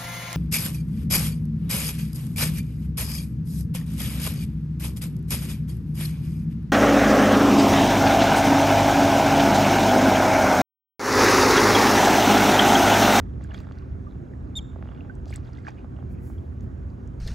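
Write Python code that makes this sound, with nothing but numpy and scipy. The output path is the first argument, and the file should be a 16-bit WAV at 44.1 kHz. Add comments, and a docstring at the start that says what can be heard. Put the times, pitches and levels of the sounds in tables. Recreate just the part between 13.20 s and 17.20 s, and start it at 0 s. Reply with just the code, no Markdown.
"""Ripples slap a floating hull with hollow plops, over a low wind rumble and the hum of a far motor.
Small splashes, drips and trickles sound close by, their trapped air bubbles ringing as damped resonators.
About a third of the way in, an otter swimming in the lake gives one short, arched squeak,
a nearly pure harmonic tone that the open water scatters back faintly."""
import sys
import numpy as np
from scipy import signal
from scipy.fft import rfft, irfft
from scipy.io import wavfile
from scipy.ndimage import uniform_filter1d

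SR = 44100
rng = np.random.default_rng(int(sys.argv[2]) if len(sys.argv) > 2 else 0)


def master_out(mix):
    """Clip the mix to full scale and print it as 16-bit PCM to the path in sys.argv[1]."""
    frames = np.transpose(np.atleast_2d(mix))
    ceiling = np.clip(frames, -1, 1)
    pcm = np.round(ceiling * 32767).astype(np.int16)
    wavfile.write(sys.argv[1], SR, pcm)


N = 176400


def otter_squeak():
    """A harmonic source whose overtones grow with effort; scattering off the lake adds a faint tail."""
    # Each row: time in seconds, pitch in Hz, level in dB.
    contour = [(1.3527, 3560, -55), (1.3545, 3570, -33.5), (1.362, 3623, -28), (1.373, 3703, -23.5),
               (1.38, 3620, -25), (1.386, 3470, -29), (1.391, 3280, -29), (1.397, 3120, -41.5),
               (1.399, 3030, -57)]
    # Each row: harmonic number, level in dB at full effort.
    overtones = [(2, -11), (3, -20.5), (4, -27)]
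    # Each row: delay in seconds, relative level of the scattered sound in dB.
    scatter_decay = [(0, -4), (.025, -7), (.05, -2), (.075, -8), (.11, -7), (.15, -17), (.25, -30),
                     (.5, -29)]
    # Each row: frequency in Hz, gain of the scattered sound in dB.
    scatter_colour = [(3500, 0), (7400, 2.5), (10500, -14)]
    t = np.arange(N) / SR
    times, hz, db = np.transpose(contour)
    jitter = 1 + .0035 * drift(rate_hz=500)
    pitch = uniform_filter1d(np.interp(t, times, hz), size=220) * jitter
    phase = 2 * np.pi * np.cumsum(pitch) / SR
    level = amp(np.interp(t, times, db, left=-200, right=-200))
    brightness = (level / level.max()) ** .64
    tone = np.sin(phase) + brightness * sum(amp(d) * np.sin(k * phase) for k, d in overtones)
    rasp = unit(colour(rng.standard_normal(N), [(1500, -34), (3500, 7.5), (6500, -1), (15000, -14)]))
    roughness = 1 + .016 * drift(rate_hz=1300)
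    call = level * (np.sqrt(2) * tone * roughness + amp(-26) * rasp)
    tail = amp(np.interp(t[:SR // 2], *np.transpose(scatter_decay)))
    return call + amp(-24.5) * echo(colour(call, scatter_colour), tail)


def hull_plops():
    """Impact excites resonance: a closing ripple gives a few falling cycles, and the hull rings."""
    # Each row: start in seconds, level in dB, starting pitch in Hz, rise time in seconds.
    plops = [(.2105, -37.5, 1300, .0009), (.4035, -40, 1700, .001), (.47, -35.5, 1800, .0007),
             (.4895, -38, 2600, .0005), (.5117, -32.5, 2200, .0006), (1.5325, -43, 2400, .0006),
             (1.5598, -33, 1350, .0011), (1.588, -41, 1190, .0012), (1.6122, -39.5, 1110, .0009),
             (1.6257, -30, 3000, .0006), (1.6566, -36, 3000, .0009), (1.6738, -38, 3000, .0006),
             (1.69, -35.5, 2700, .0009), (1.7155, -39, 1250, .001), (1.7202, -35, 2500, .0006),
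             (1.8487, -38, 2060, .0006), (2.067, -37.5, 1100, .0013), (2.1055, -36.5, 1400, .0012),
             (2.1782, -39, 1700, .0009), (2.2908, -37, 1500, .0008), (2.6447, -34.5, 1700, .001),
             (2.7887, -34, 1100, .0007), (2.8267, -36.5, 1300, .0007), (3.1005, -35, 1300, .0007)]
    # Each row: frequency in Hz, gain of the hollow ring in dB.
    hull = [(300, 9), (550, 1), (1500, -4.5), (3000, -17)]
    end_hz, sag_cycles, hull_t60_s = 510, 1.5, .027
    t, out = np.arange(SR // 20) / SR, np.zeros(N)
    for start, db, hz, rise in plops:
        pitch = end_hz + (hz - end_hz) * np.exp(-t * hz / sag_cycles)
        envelope = (t / rise * np.exp(1 - t / rise)) ** 1.1
        add(out, start, amp(db) * envelope * np.sin(2 * np.pi * np.cumsum(pitch) / SR))
    return out + amp(-5) * colour(echo(out, amp(-60 * t / hull_t60_s)), hull)


def bubble(db, hz, decay, attack_s=.00025, rise_per_s=3.5):
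    """Trapped air rings as a damped oscillator, rising in pitch and choked as it surfaces."""
    t = np.arange(SR // 20) / SR
    envelope = (1 - np.exp(-t / attack_s)) * np.exp(-(t / decay) ** 1.6)
    return amp(db) * envelope * np.sin(2 * np.pi * hz * (t + rise_per_s * t ** 2 / 2))


def bubbles(per_s=160, fade_db_per_s=2.5):
    """Bubble resonance: a few clear notes nearby, and many faint ones from ripples that slowly calm."""
    # Each row: start in seconds, level in dB, pitch in Hz, decay time in seconds.
    clear_bubbles = [(.247, -39.5, 1600, 0.0033), (.309, -36, 2860, .003), (.315, -37, 1680, .005),
                     (0.3446, -23, 1350, 0.00095), (.3458, -30, 3300, 0.0026), (0.345, -34, 2220, .003),
                     (.622, -45, 1120, 0.0096), (.867, -41, 1147, 0.014), (1.136, -43.5, 1800, 0.0031),
                     (1.389, -42.5, 2260, 0.0064), (1.6875, -40.5, 2900, .0025),
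                     (1.807, -34.5, 2680, 0.0022), (1.8973, -34.5, 1495, 0.01), (2.1269, -30, 2190, 0.0037),
                     (2.383, -43.5, 2040, 0.0061), (2.45, -41.5, 1640, 0.0065),
                     (2.4688, -22.5, 1660, 0.0018), (2.477, -28, 1080, 0.0037), (2.482, -28, 2450, 0.002),
                     (2.4833, -24, 870, 0.0036), (2.4847, -29.5, 1500, .002), (2.492, -42, 1740, .004),
                     (2.584, -38.5, 2500, .003), (2.765, -45, 2930, 0.0019), (3.182, -48, 3230, .003)]
    out = np.zeros(N)
    for start, db, hz, decay in clear_bubbles:
        add(out, start, bubble(db, hz, decay))
    for when, faintness, height in rng.random((int(per_s * N / SR), 3)):
        start, hz = when * N / SR, 700 * 6 ** height
        db = -55 - 4.2 * np.log(max(faintness, .03)) - 5 * height - fade_db_per_s * start
        add(out, start, bubble(db, hz, decay=3.9 / hz))
    return out


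def drips(decay_s=.00055):
    """The impact of a drop is a transient: a very short burst of noise around one frequency."""
    # Each row: start in seconds, peak in dB, centre in Hz, half-width in octaves.
    ticks = [(0.2404, -36, 7600, .3), (0.3442, -32.5, 5000, 0.64), (0.4033, -37, 7500, 0.94),
             (.522, -38, 3600, 0.19), (.586, -40, 4500, 0.45), (3.702, -50, 4940, .4),
             (1.748, -43.5, 2880, .4), (1.953, -46, 7060, .27), (2.0567, -37, 3940, 0.46),
             (2.08, -46, 4970, .9), (2.109, -38, 6540, .35), (2.1406, -32, 4500, .7),
             (2.141, -32, 15100, .27), (2.1598, -20, 7400, 0.27), (2.333, -41.5, 4500, .3),
             (2.483, -34, 3800, 0.47), (2.4886, -36.5, 5430, 0.4), (2.5055, -42, 4930, .35),
             (3.408, -43, 5100, 0.26), (3.875, -44.5, 6740, .27)]
    t, out = np.arange(512) / SR, np.zeros(N)
    f = np.fft.rfftfreq(len(t), 1 / SR) + 1
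    envelope = (1 - np.exp(-4 * t / decay_s)) * np.exp(-t / decay_s)
    for start, db, hz, octaves in ticks:
        band = 1 / (1 + (np.log2(f / hz) / octaves) ** 2)
        burst = envelope * irfft(rfft(rng.standard_normal(len(t))) * band)
        add(out, start, amp(db) * burst / abs(burst).max())
    return out


def splashes(bubbles_per_s=4000, decay_cycles=2.6):
    """Breaking wavelets excite tiny, heavily damped bubbles at random, over a fine fizz."""
    # Each row: crest, rise and fall in seconds, level in dB, tilt in dB per octave.
    wavelets = [(.23, 0.016, 0.026, -51.5, 1.5), (0.314, 0.018, 0.032, -51.5, -8),
                (.347, 0.006, 0.045, -46, 4.5), (.53, 0.11, 0.13, -58, -3), (1.72, 0.11, 0.19, -62, -7),
                (2.09, 0.019, 0.039, -50.5, 7.5), (2.142, 0.0072, 0.034, -48, 0.5),
                (2.266, 0.019, 0.027, -55, 2), (2.35, 0.017, 0.048, -53, 0),
                (2.483, 0.02, 0.021, -48, -0.5), (2.6, 0.12, 0.042, -60.5, -3)]
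    # Each row: frequency in Hz, relative level of the spray in dB.
    spray = [(500, -11.5), (900, 0), (2000, 1.5), (4000, 0), (7500, -12.5), (11000, -19), (16000, -30)]
    t, out = np.arange(SR // 40) / SR, np.zeros(N)
    pitches = np.geomspace(602, 14800, num=24)
    swells = np.array([amp(db) * swell(crest, rise, fall) for crest, rise, fall, db, _ in wavelets])
    tilts = np.array(wavelets)[:, -1]
    for hz in pitches:
        age = t * hz / decay_cycles
        ring = (1 - np.exp(-3 * age)) * np.exp(-age) * np.sin(2 * np.pi * hz * t)
        births = rng.random(N) < bubbles_per_s / len(pitches) / SR
        kicks = births * amp(5 * np.minimum(rng.exponential(1, N), 4))
        fizz = amp(-8) * rng.standard_normal(N)
        drive = unit(kicks - kicks.mean()) + fizz
        level = amp(read(spray, hz) + tilts * np.log2(hz / 3000)) @ swells
        out += level * unit(signal.oaconvolve(drive, ring)[:N])
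    return out / np.sqrt(len(pitches))


def trickles(per_s=320, spread_octaves=.16, spread_db=9):
    """Water runs back as a swarm of bubbles; being alike in size, they resonate near one pitch."""
    # Each row: crest in seconds, width in seconds, level in dB, centre in Hz.
    runs = [(.37, 0.022, -58, 2600), (.57, 0.025, -62, 2150), (.92, 0.019, -63.5, 3800),
            (1.73, 0.075, -63, 3050), (2.14, 0.016, -61, 2360), (2.59, 0.023, -59.5, 2580),
            (2.795, 0.017, -63, 2870), (2.97, .07, -64, 2350)]
    out = np.zeros(N)
    for crest, width, db, centre_hz in runs:
        swarm = np.zeros(SR // 2)
        for when, size, height in rng.random((per_s // 2, 3)):
            hz = centre_hz * 2 ** (spread_octaves * (2 * height - 1))
            add(swarm, when / 2, bubble(spread_db * (2 * size - 1), hz, decay=6 / hz))
        out += amp(db) * np.resize(unit(swarm), N) * swell(crest, width, width)
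    return out


def hiss():
    """Amplitude modulation shapes high filtered noise into soft puffs."""
    # Each row: crest in seconds, width in seconds, level in dB.
    puffs = [(2.925, 0.016, -60.5), (3.07, 0.035, -55.5), (3.16, 0.094, -69.5), (3.435, 0.0083, -63)]
    # Each row: frequency in Hz, relative level in dB.
    spectrum = [(2000, -30), (4500, -8), (7500, -4), (11000, 1.5), (15000, 1), (16500, -3)]
    envelope = sum(amp(db) * swell(crest, width, width) for crest, width, db in puffs)
    return envelope * unit(colour(rng.standard_normal(N), spectrum))


def wind():
    """Wind and far water make broadband noise, uneven in time and frequency, with gusts in the bass."""
    # Each row: frequency in Hz, relative spectral density in dB.
    spectrum = [(15, -30), (30, -24), (52, -3.5), (76, 1), (105, -5), (160, -13.5), (235, -14),
                (360, -19.5), (430, -26.5), (650, -30), (1000, -35.5), (1600, -38), (3000, -51),
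                (4500, -58), (6100, -59), (6700, -58.5), (7300, -62.5), (11000, -62.5), (13000, -64),
                (16000, -80.5)]
    # Each row: time in seconds, gain of the lowest bass in dB.
    gusts = [(0, 1.5), (.6, -1), (1.2, -1.5), (1.7, 0), (2.1, -1), (2.5, -1.5), (2.9, 0), (3.4, 0.5),
             (4, -2)]
    f, t, cells = signal.stft(diffuse_noise(N), SR, nperseg=1024)
    patches = uniform_filter1d(rng.standard_normal(cells.shape[1:]), size=10, axis=0)
    patch_db = 1.5 * unit(uniform_filter1d(patches, size=6, axis=1))
    gust_db = np.interp(t, *np.transpose(gusts)) / (1 + (f[:, None] / 200) ** 2)
    wash = signal.istft(cells * amp(patch_db + gust_db))[1][:, :N]
    return amp(-34) * unit(colour(wash, spectrum))


def motor():
    """The periodic motion of a far motor gives a line spectrum, wavering in level and pitch."""
    # Each row: frequency in Hz, rms level in dB.
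    partials = [(126, -47), (189, -52.5), (253.5, -52.5), (379, -58.5), (475, -64.5)]
    out = np.zeros(N)
    for hz, db in partials:
        level = amp(db + 2.5 * drift(rate_hz=1.36))
        pitch = hz * (1 + .00722 * drift(rate_hz=5.78))
        out += np.sqrt(2) * level * np.sin(2 * np.pi * np.cumsum(pitch) / SR)
    return out


def diffuse_noise(n):
    """A diffuse field is partly coherent at two microphones: n samples of stereo noise."""
    # Each row: frequency in Hz, correlation of left and right.
    coherence = [(60, 0.99), (130, 0.84), (290, 0.72), (640, 0.5), (1410, 0.46), (2000, 0.11), (3100, 0.97),
                 (6800, 1), (15000, 1)]
    same = read(coherence, np.fft.rfftfreq(n, 1 / SR))
    left, other = rfft(rng.standard_normal((2, n)))
    return irfft(np.array([left, same * left + np.sqrt(1 - same ** 2) * other]), n)


def echo(x, envelope):
    """Dense reflections act as convolution with an enveloped noise tail of unit energy."""
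    tail = diffuse_noise(len(envelope)) * envelope
    return signal.fftconvolve(x[None], tail / np.linalg.norm(tail[0]), axes=1)[:, :N]


def lag_right(x, lags):
    """A later arrival is a phase lag, here of the right channel behind the left."""
    radians = np.array([[0], [1]]) * read(lags, np.fft.rfftfreq(N, 1 / SR))
    return irfft(rfft(x) * np.exp(-1j * radians), N)


def amp(db):
    """Converts decibels to an amplitude ratio."""
    return 10 ** (np.asarray(db) / 20)


def unit(x):
    """Normalises to rms 1."""
    return x / np.sqrt(np.mean(x ** 2) + 1e-20)


def read(points, hz):
    """Interpolates a spectrum on a log-frequency axis."""
    f, value = np.transpose(points)
    return np.interp(np.log(hz + 1), np.log(f + 1), value)


def colour(x, points):
    """Filters with zero phase by a spectrum in dB."""
    n = x.shape[-1]
    return irfft(rfft(x) * amp(read(points, np.fft.rfftfreq(n, 1 / SR))), n)


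def add(mix, start, sound):
    """Superposes a sound at a start time in seconds."""
    part = mix[max(round(start * SR), 0):][:len(sound)]
    part += sound[:len(part)]


def drift(rate_hz):
    """Low-pass noise gives a random wandering of rms 1."""
    f = np.fft.rfftfreq(N, 1 / SR)
    return unit(irfft(rfft(rng.standard_normal(N)) * (f > 0) / (1 + (f / rate_hz) ** 4), N))


def swell(crest, rise, fall):
    """A Gaussian envelope with separate rise and fall."""
    t = np.arange(N) / SR - crest
    return np.exp(-.5 * (t / np.where(t < 0, rise, fall)) ** 2)


def scene(near_t60_s=.034):
    """The sources superpose; sound from one side reaches the right microphone later."""
    # Each row: frequency in Hz, extra phase lag on the right in radians.
    side_lag = [(130, 0), (300, .6), (500, 1.4), (800, 1.9), (1400, 2), (2100, 0)]
    water = bubbles() + drips() + splashes() + trickles()
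    reflections = amp(-7.5) * echo(water, amp(-60 * np.arange(SR // 8) / SR / near_t60_s))
    centre = otter_squeak() + hull_plops() + reflections + hiss()
    return centre + lag_right(water + wind() + motor(), side_lag)


def record(dry, cutoff_hz=16000):
    """Two band-limited microphone responses, the right lagging and stronger in the midrange."""
    # Each row: frequency in Hz, gain common to both sides in dB.
    response = [(500, -0.5), (3000, -7.5), (6000, -5.5), (7700, -4), (9000, -6.5), (10000, -8.5),
                (15000, -10.5)]
    # Each row: frequency in Hz, excess of right over left in dB.
    balance = [(60, 1.4), (200, 3), (500, -0.5), (800, 0.5), (1350, 10), (2000, 5), (3100, 1.5),
               (15000, -0.5)]
    # Each row: frequency in Hz, phase lag on the right in radians.
    mic_lag = [(100, 0), (800, .35), (2800, .25), (3200, 0), (7100, 0), (9100, 3.1), (10700, 6.2),
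               (11700, 6.3), (13200, 9.4), (14500, 12.4)]
    f = np.fft.rfftfreq(N, 1 / SR)
    gain = amp(read(response, f) + np.array([[-.5], [.5]]) * read(balance, f))
    heard = lag_right(irfft(rfft(dry) * gain, N), mic_lag)
    band_limit = signal.firwin(255, cutoff_hz, window=("kaiser", 9), fs=SR)
    return signal.oaconvolve(heard, band_limit[None], "same")


dry = scene()
out = record(dry)
master_out(out)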